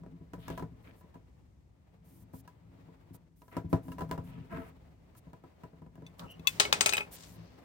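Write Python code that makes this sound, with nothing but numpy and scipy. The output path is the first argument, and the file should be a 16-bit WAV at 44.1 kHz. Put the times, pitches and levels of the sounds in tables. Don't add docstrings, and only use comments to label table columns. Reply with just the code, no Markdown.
import sys
import numpy as np
from scipy import signal
from scipy.fft import rfft, irfft
from scipy.io import wavfile
from scipy.ndimage import uniform_filter1d

SR = 44100
rng = np.random.default_rng(int(sys.argv[2]) if len(sys.argv) > 2 else 0)


def transcribe(signal):
    frames = np.atleast_2d(signal).T
    limited = np.clip(frames, -1, 1)
    pcm = np.round(limited * 32767).astype(np.int16)
    wavfile.write(sys.argv[1], SR, pcm)


N = 336924


def amp(db):
    return 10 ** (np.asarray(db) / 20)


def curve(table):
    s, *columns = np.transpose(table)
    return [np.interp(np.arange(N) / SR, s, c) for c in columns]


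def across(hz, at_hz, values):
    return np.interp(np.log(np.maximum(hz, 1)), np.log(at_hz), values)


def hiss(size, at_hz, db, alike_hz):
    hz = np.arange(size // 2 + 1) * SR / size
    mid, side = rfft(rng.standard_normal((2, size))) * amp(across(hz, at_hz, db))
    apart = np.sqrt(1 / (1 + (alike_hz / np.maximum(hz, 1)) ** 2))
    pair = irfft([mid + apart * side, mid - apart * side], size)
    return pair / np.sqrt(np.mean(pair ** 2))


def walk(rate):
    hold = int(SR / rate)
    return uniform_filter1d(np.repeat(rng.standard_normal(N // hold + 1), hold), hold)[:N]


def ring(modes, times, gains_db, rise_s, alike_hz, steady=0):
    mode_waver = .008
    out = np.zeros((2, N))
    at = (np.asarray(times) * SR).astype(int)
    chance = rng.standard_normal((len(at), len(modes), 2))
    for k, (hz, db, t60) in enumerate(modes):
        turn = min(hz / alike_hz, 3) * chance[:, k, 0]
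        phase = np.exp(.5j * np.array([turn, -turn]))
        push = np.zeros((2, N), complex) + steady
        push[:, at] += amp(gains_db[:, k].T + 2.05 * chance[:, k, 1]) * phase
        spin = np.exp(2j * np.pi * hz / SR)
        quick = np.exp(-1 / (rise_s * SR))
        slow = np.exp(-np.log(1000) / (t60 * SR))
        waver = np.exp(2j * np.pi * hz * mode_waver * np.cumsum(walk(70)) / SR)
        ringing = signal.lfilter([1 - quick], np.poly([spin * slow, spin * quick]), push)
        out += amp(db) * (ringing * waver).imag
    return out


def bursts(times, at_hz, colours_db, pans_db, rise_s, crack_s, tail_s, tail_db, alike_hz, size=8192):
    out = np.zeros((2, N + size))
    t = np.arange(size) / SR
    hz = np.array([at_hz[0] / 6, *at_hz])
    for s, db, pan in zip(times, colours_db, pans_db):
        chatter = amp(3 * np.repeat(rng.standard_normal(size // 64), 64))
        colour = np.array([db[0] - 21.5, *db])
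        balance = amp(np.array([[pan], [-pan]]) / 2)
        crack = balance * chatter * np.exp(-t / crack_s) * hiss(size, hz, colour, alike_hz)
        wash = amp(tail_db) * np.exp(-t / tail_s) * hiss(size, hz, colour - hz / 2300, alike_hz)
        first = int(s * SR)
        out[:, first:first + size] += amp(np.max(db)) * (1 - np.exp(-t / rise_s)) * (crack + wash)
    return out[:, :N]


def ports(pair, lead, pan=((1, 0),)):
    hz = np.arange(N // 2 + 1) * SR / N
    half = np.exp(.5j * across(hz, *np.transpose(lead))) * amp(across(hz, *np.transpose(pan)) / 2)
    return irfft(rfft(pair) * [half, 1 / half], N)


def room():
    # frequency in Hz, relative density in dB per Hz.
    murmur_colour = [(15, -23.5), (25, -41), (49, 0), (70, -0.5), (349, -21.5), (422, -36), (1250, -68),
                     (1550, -54), (6210, -49), (13000, -56), (16500, -79.5)]
    level = amp(-61 + 1.9 * walk(4.893))
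    return level * hiss(N, *np.transpose(murmur_colour), 300) * amp([[.9], [-.9]])


def counter():
    # time in seconds, relative level in dB,
    # hardness (upper modes against the level) in dB.
    knocks = [(0.034, -35, -3.5), (0.063, -31, -6.5), (0.211, -30.5, -15), (0.334, -32, 4.5),
              (0.38, -28.5, -9.5), (0.481, -38.5, 10.5), (0.501, -26.5, 3), (0.528, -32, -2),
              (0.576, -32.5, 7.5), (0.595, -27.5, 0.5), (0.624, -24, -2), (0.878, -41.5, -13),
              (1.01, -51, 5.5), (1.04, -40.5, -5.5), (1.142, -55, 10), (1.154, -36, -3), (2.336, -28, -5.5),
              (2.476, -55.5, 14.5), (2.886, -37, -7), (3.108, -31, -47), (3.145, -38.5, -3),
              (3.418, -47.5, 6.5), (3.48, -52.5, 8.5), (3.525, -42.5, 3.5), (3.567, -19, 1.5),
              (3.645, -23, -19), (3.729, -8, -2), (3.882, -34, 2.5), (3.918, -54.5, 18), (3.983, -28.5, 3),
              (3.991, -47.5, 12.5), (4.007, -24.5, 3), (4.019, -23, -1.5), (4.091, -43, 6.5),
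              (4.112, -23.5, 4.5), (4.123, -27, 2.5), (4.178, -21.5, -2), (4.376, -29, -7),
              (5.15, -64, 15.5), (5.269, -35.5, -6), (5.332, -39, 1.5), (5.438, -37, -0.5),
              (5.635, -32.5, 1), (5.732, -38.5, -6.5), (5.818, -35.5, -3.5), (5.863, -36, -5),
              (5.954, -53, 8.5), (5.977, -35, -6), (6.021, -34, -4.5), (6.395, -33, -10)]
    # frequency in Hz, relative level in dB, 60 dB decay in seconds.
    counter_modes = [(61, -10.5, 0.055), (78.6, -12, 0.11), (111.7, -8, 0.16), (166.8, -1.5, 0.11),
                     (265.1, -8, 0.13), (333, -13.5, 0.095), (446, -14, 0.15), (663, -15.5, 0.16),
                     (985, -7, 0.098), (1300, -17, 0.058), (1667, -17.5, 0.038), (2140, -34.5, 0.029),
                     (2797, -24, 0.018)]
    # time in seconds, rumble drive in dB, relative rustle level in dB.
    rumble_and_rustle = [(0.0, -63.5, -67), (0.3, -72, -67.5), (0.51, -56, -74.5), (0.85, -73.5, -62),
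                         (1.57, -91, -75), (2.13, -72, -69.5), (3.1, -74, -65.5), (3.4, -83, -80.5),
                         (3.7, -58.5, -64.5), (4.2, -58.5, -64), (4.6, -71, -59), (5.09, -79, -67.5),
                         (5.62, -81, -63.5), (5.87, -71, -69.5), (6.5, -72, -56.5), (6.72, -62, -47),
                         (7.02, -72, -52), (7.25, -72.5, -62), (7.64, -76, -59)]
    # frequency in Hz, relative density in dB per Hz.
    rustle_colour = [(250, 8), (500, 8), (1000, 1.5), (1500, -5.5), (2050, -5), (3500, -14.5), (6000, -22)]
    knock_hz = [400, 1500, 2700, 4200, 14000]
    knock_db = [-13.5, -32.5, -45.5, -51.5, -49.5]
    knock_per_hard = [1.05, 1.7, 2, 2.2, 2.33]
    # frequency in Hz, lead of the left in radians.
    counter_lead = [(60, -0.5), (430, 1), (690, 0.74), (1120, -1.5), (1720, 0.5), (4650, 0.1), (8000, 0),
                    (12400, 9.5)]
    # frequency in Hz, left minus right in dB.
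    counter_pan = [(60, -5), (110, 7.5), (200, 0.5), (700, 2.5), (1290, 0), (2380, 2), (4400, 9), (8120, 2)]

    s, low_db, hard_db = np.transpose(knocks)
    hz = np.array(counter_modes)[:, 0]
    hard_share = across(hz, [350, 1000, 2800], [0, 1.4, 2.2])
    mode_db = low_db[:, None] + np.outer(hard_db, hard_share)
    rumble_db, rustle_db = curve(rumble_and_rustle)
    soft = signal.lfilter(*signal.butter(2, 260, fs=SR), rng.standard_normal(N))
    jerks = amp(2.5 * walk(25))
    rubs, drive = slides()
    slide_push = signal.lfilter(*signal.iirnotch(990, 15, SR), drive)
    push = amp(rumble_db) * jerks * soft + slide_push
    body = ring(counter_modes, s, mode_db[..., None] + np.zeros(2), 0.002, 1280, steady=push)
    flutter = amp(2.2 * walk(45))
    rustle = amp(rustle_db) * flutter * hiss(N, *np.transpose(rustle_colour), 270)
    crack_db = low_db[:, None] + knock_db + np.outer(hard_db, knock_per_hard)
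    crack = bursts(s, knock_hz, crack_db, 0 * s, 0.00021, 0.0036, 0.025, -5.5, 970)
    return ports(amp(-8.5) * body + crack + rustle + rubs, counter_lead, counter_pan)


def slides():
    # start in seconds,
    # end in seconds, relative level in dB, centre in Hz, drive of the counter's modes against the level in dB.
    slide_rows = [(0.382, 0.643, -61, 2320, -14.5), (0.833, 0.939, -63, 1720, -18),
                  (3.509, 3.612, -57, 1460, -19), (4.23, 4.497, -66, 1920, -12),
                  (4.495, 4.638, -51.5, 1430, -7.5), (4.6, 4.724, -59.5, 1500, -15),
                  (6.186, 6.289, -52.5, 840, -22.5), (7.106, 7.36, -57.5, 5470, -24),
                  (7.297, 7.644, -70, 3740, -15)]
    band_points = 0.88 * np.array([-8.5, 0.6, 1.18, 2.0])
    out = np.zeros((2, 2, N))
    for start, end, db, hz, drive_db in slide_rows:
        first = int(start * SR)
        size = int((min(end, N / SR) - start) * SR)
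        swell = np.sin(np.pi * np.linspace(0, 1, size) ** .75) ** 0.99
        grains = amp(db + 3 * walk(400)[:size]) * swell
        rub = grains * hiss(size, hz * 2 ** band_points, [3.5, 9.5, -3.0, -20.5], 530)
        out[:, :, first:first + size] += [rub, amp(drive_db) * rub]
    return out


def skin():
    # start in seconds, end in seconds, relative level in dB.
    strokes = [(0.386, 0.635, -69), (.82, 0.905, -74.5), (0.957, 1.02, -70.5), (2.046, 2.238, -66.5),
               (2.335, 2.41, -59), (3.137, 3.164, -56.5), (3.365, 3.57, -71.5), (3.695, 3.732, -63),
               (3.83, 3.938, -65), (3.98, 4.05, -72), (4.076, 4.152, -73), (4.237, 4.311, -65),
               (4.51, 4.7, -68.5), (5.167, 5.193, -58), (6.187, 6.21, -57), (6.304, 6.326, -57),
               (7.117, 7.166, -48.5), (7.175, 7.367, -63)]
    # frequency in Hz, relative density in dB per Hz.
    skin_colour = [(2500, 1), (4500, 0.5), (8000, 4.5), (11000, 14), (14500, 9), (16500, 5)]
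    t = np.arange(N) / SR
    gain = sum(amp(db) * ((t > start) & (t < end)) for start, end, db in strokes)
    flutter = amp(1.5 * walk(54))
    return uniform_filter1d(gain, size=700) * flutter * hiss(N, *np.transpose(skin_colour), 3000)


def lid():
    # time in seconds, relative level in dB,
    # left minus right in dB.
    snaps = [(6.065, -52, 2), (6.395, -61.5, 12), (6.4718, -18.5, 8.5)]
    # frequency in Hz, relative level in dB, 60 dB decay in seconds.
    lid_modes = [(1060, -16, 0.07), (2080, -13.5, 0.082), (2592, -1.5, 0.061), (3480, -1.5, 0.051),
                 (3930, -5.5, 0.03), (4470, -7, 0.028), (6070, -6, 0.03), (6790, -12.5, 0.027),
                 (8500, -18.5, 0.069), (10050, -6.5, 0.012), (13500, -8.5, 0.024)]
    s, db, pan = np.transpose(snaps)
    balance = np.transpose([pan, -pan])[:, None] / 2
    gains = db[:, None, None] + np.zeros((1, len(lid_modes), 1)) + balance
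    crack = bursts(s, [2000, 14000], db[:, None] + [-13, -19], pan, 0.00033, 0.013, 0.11, -16.5, 3000)
    return amp(2.0) * ring(lid_modes, s, gains, 0.00027, 4000) + crack + creaks()


def creaks():
    # start in seconds, loudest moment in seconds, end in seconds,
    # relative level in dB, mean pitch in Hz.
    creak_rows = [(6.19, 6.205, 6.27, -52, 1110), (6.235, 6.315, 6.385, -49, 2850),
                  (6.435, 6.457, 6.49, -46, 1112)]
    fade_db, overtone_db = -27, -22
    waver, rough_db = .045, 4.5
    t = np.arange(N) / SR
    out = 0
    for start, loudest, end, db, hz in creak_rows:
        turn = 2 * np.pi * np.cumsum(hz * (1 + waver * walk(700))) / SR
        swell = np.interp(t, [start, loudest, end], [fade_db, 0, fade_db], -120, -120)
        tone = np.sin(turn) + amp(overtone_db) * (np.sin(2 * turn) + np.sin(3 * turn))
        out = out + amp(db + swell + rough_db * walk(460)) * tone
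    return out


def piece():
    # time in seconds, relative level in dB, dullness in dB,
    # 8 kHz ring and 2.5 kHz ring against the level in dB, left minus right in dB.
    taps = [(6.194, -46.5, -1.5, -21, 3, 1.1), (6.5987, -13, -1.5, -9.5, -3, 5.1),
            (6.6516, -32, 11, -15.5, -14.5, 3.3), (6.726, -18.5, 0.5, -9, -3, 7.2),
            (6.808, -18.5, -1, 0.5, -7.5, 9.2), (6.86, -20, 1.5, 6.5, -2, 6.3),
            (6.8918, -27, -1.5, 1.5, 2.5, 9.3), (6.924, -31, 1.5, -15, 6, 9.3),
            (6.9344, -29, 5.5, 3, 5, 4.6), (6.95, -36, 1.5, -19, -3, 4.8),
            (6.9686, -33, 4.5, 7.5, -2.5, 1.5), (6.9792, -28.5, 4, -15.5, 4, 4.9),
            (7.006, -42, 12, -18, 6, 4.1), (7.234, -52.5, -1, -5, -10, 5.6)]
    # frequency in Hz, relative level in dB, 60 dB decay in seconds.
    piece_modes = [(176.4, -33.5, 0.12), (300, -37.5, 0.073), (409, -25, 0.16), (616, -19, 0.039),
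                   (850, -21, 0.12), (1315, -20, 0.12), (2207, -16, 0.084), (2495, -11, 0.096),
                   (2560, -13, 0.1), (3000, -1.5, 0.012), (3706, -7.5, 0.036), (3943, 0, 0.014),
                   (4975, -8, 0.039), (6380, -8.5, 0.061), (8160, -8, 0.078), (8150, -8.5, 0.13),
                   (13800, 5, 0.0057)]
    # frequency in Hz, relative level in dB, dB per dB of dullness,
    # share of the 8 kHz ring.
    tap_colour = [(730, 2.5, 1.3, 0.029), (2600, 1.5, 1.59, 0.28), (3640, -0.5, 0, 0.039),
                  (9000, -2.5, 0, 0.64), (11000, -18.5, 4, 1), (13900, -11.5, 1.3, 0.54)]
    s, db, dull, high, middle, pan = np.transpose(taps)
    at_hz, base_db, per_dull, per_high = np.transpose(tap_colour)
    colour = db[:, None] + base_db + np.outer(dull, per_dull) + np.outer(high, per_high)
    hz = np.array(piece_modes)[:, 0]
    near = np.abs(hz - 2540) < 150
    mode_db = np.array([across(hz, at_hz, c) for c in colour]) + np.outer(middle, near)
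    gains = mode_db[..., None] + np.transpose([pan, -pan])[:, None] / 2
    crack_db = colour - 1.52 * dull[:, None]
    cracks = bursts(s, at_hz, crack_db, pan, 0.00063, 0.0045, 0.029, -12.5, 3000)
    return amp(1.54) * ring(piece_modes, s, gains, 0.00042, 4000) + cracks


def scene():
    # frequency in Hz, lead of the left in radians.
    tray_lead = [(200, -0.5), (1030, -2), (1810, -2), (2580, -2.5), (4050, 2.5), (6630, -2), (8180, 3),
                 (12200, 3)]
    return room() + counter() + skin() + ports(lid() + piece(), tray_lead)


def record(dry):
    mid, side = (dry[0] + dry[1]) / 2, (dry[0] - dry[1]) / 2
    side = signal.sosfiltfilt(signal.butter(4, 11800, fs=SR, output="sos"), side)
    pair = signal.lfilter(*signal.butter(2, 50, "high", fs=SR), np.array([mid + side, mid - side]))
    dip = signal.lfilter(*signal.iirpeak(11000, 5.0, SR), pair)
    top_cut = signal.ellip(10, .2, 80, 16200, fs=SR, output="sos")
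    return signal.sosfilt(top_cut, pair - 0.69 * dip)


dry = scene()
out = record(dry)
transcribe(out)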